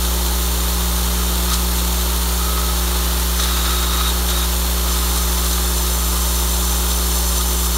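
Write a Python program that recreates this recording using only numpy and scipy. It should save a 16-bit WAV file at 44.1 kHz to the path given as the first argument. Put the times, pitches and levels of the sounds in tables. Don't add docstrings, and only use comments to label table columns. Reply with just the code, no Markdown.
import sys
import numpy as np
from scipy import signal
from scipy.fft import rfft, irfft, next_fast_len
from scipy.io import wavfile
from scipy.ndimage import map_coordinates

SR = 44100
rng = np.random.default_rng(int(sys.argv[2]) if len(sys.argv) > 2 else 0)


def wav_out(sig):
    wavfile.write(sys.argv[1], SR, np.round(np.clip(np.atleast_2d(sig).T, -1, 1) * 32767).astype(np.int16))


N = 342657

MAINS_HZ = 60.028
# f/Hz, level/dB
BRIGHT_SPECTRUM = [(600, -17), (1700, -7), (2350, -6.5), (3100, -3.5), (4450, 2), (4880, -6), (5400, -1.5),
                   (6750, -1.5), (7650, -3.5), (8300, -3), (9100, -1), (9850, -2), (10400, -6.5),
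                   (11000, -1.5), (12900, -1), (15700, -5)]
# f/Hz, level/dB
SPIT_SPECTRUM = [(500, -39), (1000, -13), (1400, 7.5), (2100, -9), (3000, -1), (3800, 13.5), (4900, 2),
                 (6150, 5), (8000, 2), (9400, 7.5), (10400, -5), (12000, 4), (15500, -37)]


def magnet_hum(waver_db=1.2, waver_rad=0.11):
    # multiple of the mains, rms level/dB
    partials = [(1, -19.5), (2, -41.5), (3, -32.5), (4, -45.5), (4.5, -53), (5, -46.5), (6, -38), (7, -41),
                (9, -55), (10, -51.5), (12, -56), (14, -46), (17, -44.5), (21, -45)]
    # start/s, end/s, rise/dB, ramp/s
    swell = (.62, 1.88, 2.3, 0.22)
    start, end, rise_db, ramp = swell
    swell_db = rise_db * held(start, end, ramp, ramp)
    stroke_phase = 2 * np.pi * MAINS_HZ * clock()
    out = np.zeros(N)
    for order, db in partials:
        looseness = 1 if order > 3 else 0.12 * (order > 1)
        level_db = db + looseness * waver_db * wobble(5) + swell_db * (1 < order < 4)
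        drift = rng.uniform(0, 2 * np.pi) + looseness * waver_rad * wobble(6.6)
        out += amp(level_db) * np.sqrt(2) * np.sin(order * stroke_phase + drift)
    return out


def landings(per_second, spread, scatter_db):
    stroke = np.exp((np.cos(2 * np.pi * MAINS_HZ * clock()) - 1) / spread)
    lands = rng.random(N) < per_second / SR * stroke / stroke.mean()
    return unit(lands * rng.choice([-1, 1], N) * amp(scatter_db * rng.standard_normal(N)))


def tube_chatter(bowl_db=-32.0, track_db=-31.5, tick_db=-37.5):
    # f/Hz, level/dB
    bowl_spectrum = [(20, -7), (45, -4), (75, 0), (130, -6), (265, -10), (310, -2.5), (345, 1), (410, -5.5),
                     (530, -2.5), (730, -4.5), (900, -1.3), (1180, -1.8), (1450, -3.3), (1850, -13),
                     (4000, -30)]
    # f/Hz, width/Hz, level/dB
    track_modes = [(916, 50, 3), (1397, 50, -3.5), (3196, 240, -2.5), (3640, 280, 1), (4230, 75, -7),
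                   (6130, 87, 1), (6750, 130, 0), (7170, 120, 2), (8640, 160, -2.5), (9140, 230, -3),
                   (11360, 140, -3.5), (13040, 120, 0), (15080, 200, -3.5)]
    bowl = coloured(landings(per_second=3000, spread=6, scatter_db=2.5), bowl_spectrum)
    track = resonate(landings(per_second=1500, spread=6, scatter_db=5.5), track_modes)
    ticks = coloured(landings(per_second=760, spread=1.6, scatter_db=6), BRIGHT_SPECTRUM)
    return amp(bowl_db) * bowl + amp(track_db) * track + amp(tick_db) * ticks


def tube_knocks(gain_db=-6, t60_s=0.026):
    # t/s, relative level/dB
    hits = [(1.3804, -7), (1.7144, -11), (2.6884, -9), (3.1964, -7), (4.2854, -6), (7.3614, -9)]
    bursts = np.zeros(N + SR)
    t = np.arange(SR // 10) / SR
    for at, db in hits:
        decay = amp(db + gain_db - 60 * t / t60_s)
        bursts[round(at * SR):][:len(t)] += decay * rng.standard_normal(len(t)) / 3
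    return filtered(bursts[:N], lambda hz: amp(along(SPIT_SPECTRUM, hz)))


def jet_hiss(level_db=-25.0):
    return amp(level_db) * coloured(rng.standard_normal(N), BRIGHT_SPECTRUM)


def jet_skim(loose_db=-44.5, row_db=-31.5, row_at_s=4.83, fade_s=0.09, packing_db_per_s=1.03):
    # f/Hz, width/Hz, level/dB
    mouth_modes = [(1200, 106, -4), (3754, 64, -3.5), (4530, 170, -12), (5380, 280, -6.5), (6080, 240, -1),
                   (7320, 220, -0.8), (8000, 230, -6.5), (9400, 330, -3), (11500, 900, -12)]
    since = clock() - row_at_s
    row = amp(row_db + packing_db_per_s * since) * np.clip(since / fade_s, 0, 1)
    return (amp(loose_db) + row) * resonate(turbulence(flutter_db=1.4, rate=45), mouth_modes)


def jet_splash(standing_db=-2):
    # t/s, level/dB
    crowd = [(0, -42), (1.1, -35.5), (2.2, -39), (3.5, -31), (4.65, -36.5), (5, -33), (5.5, -34),
             (6.1, -46), (7.77, -52)]
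    # f/Hz, level/dB
    splash_spectrum = [(400, -21), (900, -8), (1150, 6), (1500, 5), (1800, -1), (2400, -1.5), (3200, -1.5),
                       (3600, 5.5), (4200, -2), (5000, 0), (8000, -14), (15000, -24)]
    crowd_db = np.interp(clock(), *np.transpose(crowd))
    envelope = np.hypot(amp(crowd_db), amp(standing_db) * standing_envelope())
    return envelope * coloured(turbulence(flutter_db=2.1, rate=110), splash_spectrum)


def jet_spits(half_length_s=0.015):
    # t/s, level/dB
    flicks = [(.05, -31), (.98, -28.5), (1.53, -23.5), (1.553, -28), (1.79, -28), (3.41, -24), (3.445, -28),
              (4.095, -30), (4.3, -28), (5.175, -26), (5.45, -26), (5.523, -26.5), (6.92, -30), (7.41, -31)]
    envelope = sum(amp(db) * puff(at, half_length_s) for at, db in flicks)
    return envelope * coloured(turbulence(flutter_db=4.0, rate=250), SPIT_SPECTRUM)


def standing_envelope(lean_db_per_s=0, enter_s=0.026, leave_s=0.05):
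    # start/s, end/s, level midway/dB
    stands = [(1.485, 1.52, -28), (1.97, 2.0, -32), (2.35, 2.9, -40), (3.373, 4.08, -29),
              (4.267, 4.43, -29.5), (5.13, 5.178, -33.5), (5.84, 5.884, -32)]
    envelope = np.zeros(N)
    for start, end, db in stands:
        lean_db = lean_db_per_s * (clock() - (start + end) / 2)
        envelope += amp(db + lean_db) * held(start, end, enter_s, leave_s)
    return envelope


def singing(hz, waver_hz):
    pitch = hz + waver_hz * wobble(220)
    strength = amp(2.3 * wobble(100))
    return unit(strength * np.sin(2 * np.pi * np.cumsum(pitch) / SR))


def tube_whistle(airy_db=-5.5, stray_db=-45):
    # f/Hz, pitch waver/Hz, relative level/dB
    air_modes = [(1274, 35, -4), (3785, 48, 0), (6100, 120, -15), (7425, 80, -13), (9310, 140, -12)]
    tone = unit(sum(amp(db) * singing(hz, waver) for hz, waver, db in air_modes))
    airy = resonate(rng.standard_normal(N), [(hz, 3 * waver, db) for hz, waver, db in air_modes])
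    envelope = np.hypot(amp(stray_db), standing_envelope(lean_db_per_s=4))
    return envelope * unit(tone + amp(airy_db) * airy)


def rim_chirps(waver_ratio=0.018):
    # t/s, f/Hz, level/dB, half-length/s
    chirps = [(2.6, 1280, -32, .16), (3.4, 6180, -30, 0.02), (3.8, 1272, -37, .25),
              (4.085, 3785, -25.5, .02), (4.425, 3745, -30, .02), (5.523, 6100, -32, .013),
              (7.39, 6080, -30, .014), (7.406, 1250, -29, 0.011)]
    return sum(amp(db) * puff(at, half) * singing(hz, waver_ratio * hz) for at, hz, db, half in chirps)


def workshop_reverb(x):
    # f/Hz, t60/s
    decay_times = [(200, 0.44), (2000, 0.13), (12000, 0.095)]
    hz, t, noise = signal.stft(rng.standard_normal(SR // 2), SR, nperseg=256)
    decay = amp(-60 * t / along(decay_times, hz)[:, None])
    tail = signal.istft(noise * decay, SR, nperseg=256)[1]
    return signal.fftconvolve(x, tail / np.linalg.norm(tail))[:N]


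def amp(db):
    return 10 ** (np.asarray(db) / 20)


def unit(x):
    return x / np.sqrt(np.mean(x ** 2) + 1e-20)


def along(points, hz):
    f, v = np.transpose(points)
    return np.interp(np.log(hz + 1), np.log(f + 1), v)


def clock():
    return np.arange(N) / SR


def puff(at, half_length):
    return np.exp(-((clock() - at) / half_length) ** 2 / 2)


def held(start, end, attack, release):
    t = clock()
    return np.clip((t - start) / attack, 0, 1) * np.clip(1 - (t - end) / release, 0, 1)


def wobble(rate):
    return map_coordinates(rng.standard_normal(int(N * rate / SR) + 4), [clock() * rate])


def turbulence(flutter_db, rate):
    return unit(rng.standard_normal(N) * amp(flutter_db * wobble(rate)))


def filtered(x, response):
    size = next_fast_len(N + SR // 2)
    return irfft(rfft(x, size) * response(np.fft.rfftfreq(size, 1 / SR)), size)[..., :N]


def coloured(x, spectrum):
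    return unit(filtered(x, lambda hz: amp(along(spectrum, hz))))


def resonate(x, modes):
    def response(f):
        return sum(amp(db) * 1j * f * width / (centre ** 2 - f ** 2 + 1j * f * width)
                   for centre, width, db in modes)
    return unit(filtered(x, response))


def scene(room_db=-14):
    tubes = tube_chatter() + tube_knocks()
    air = jet_hiss() + jet_skim() + jet_splash() + jet_spits()
    near = tubes + air + tube_whistle() + rim_chirps()
    mono = magnet_hum() + near + amp(room_db) * workshop_reverb(near)
    return np.array([mono, mono])


def record(dry, top_hz=15750):
    return filtered(dry, lambda hz: hz < top_hz)


dry = scene()
out = record(dry)
wav_out(out)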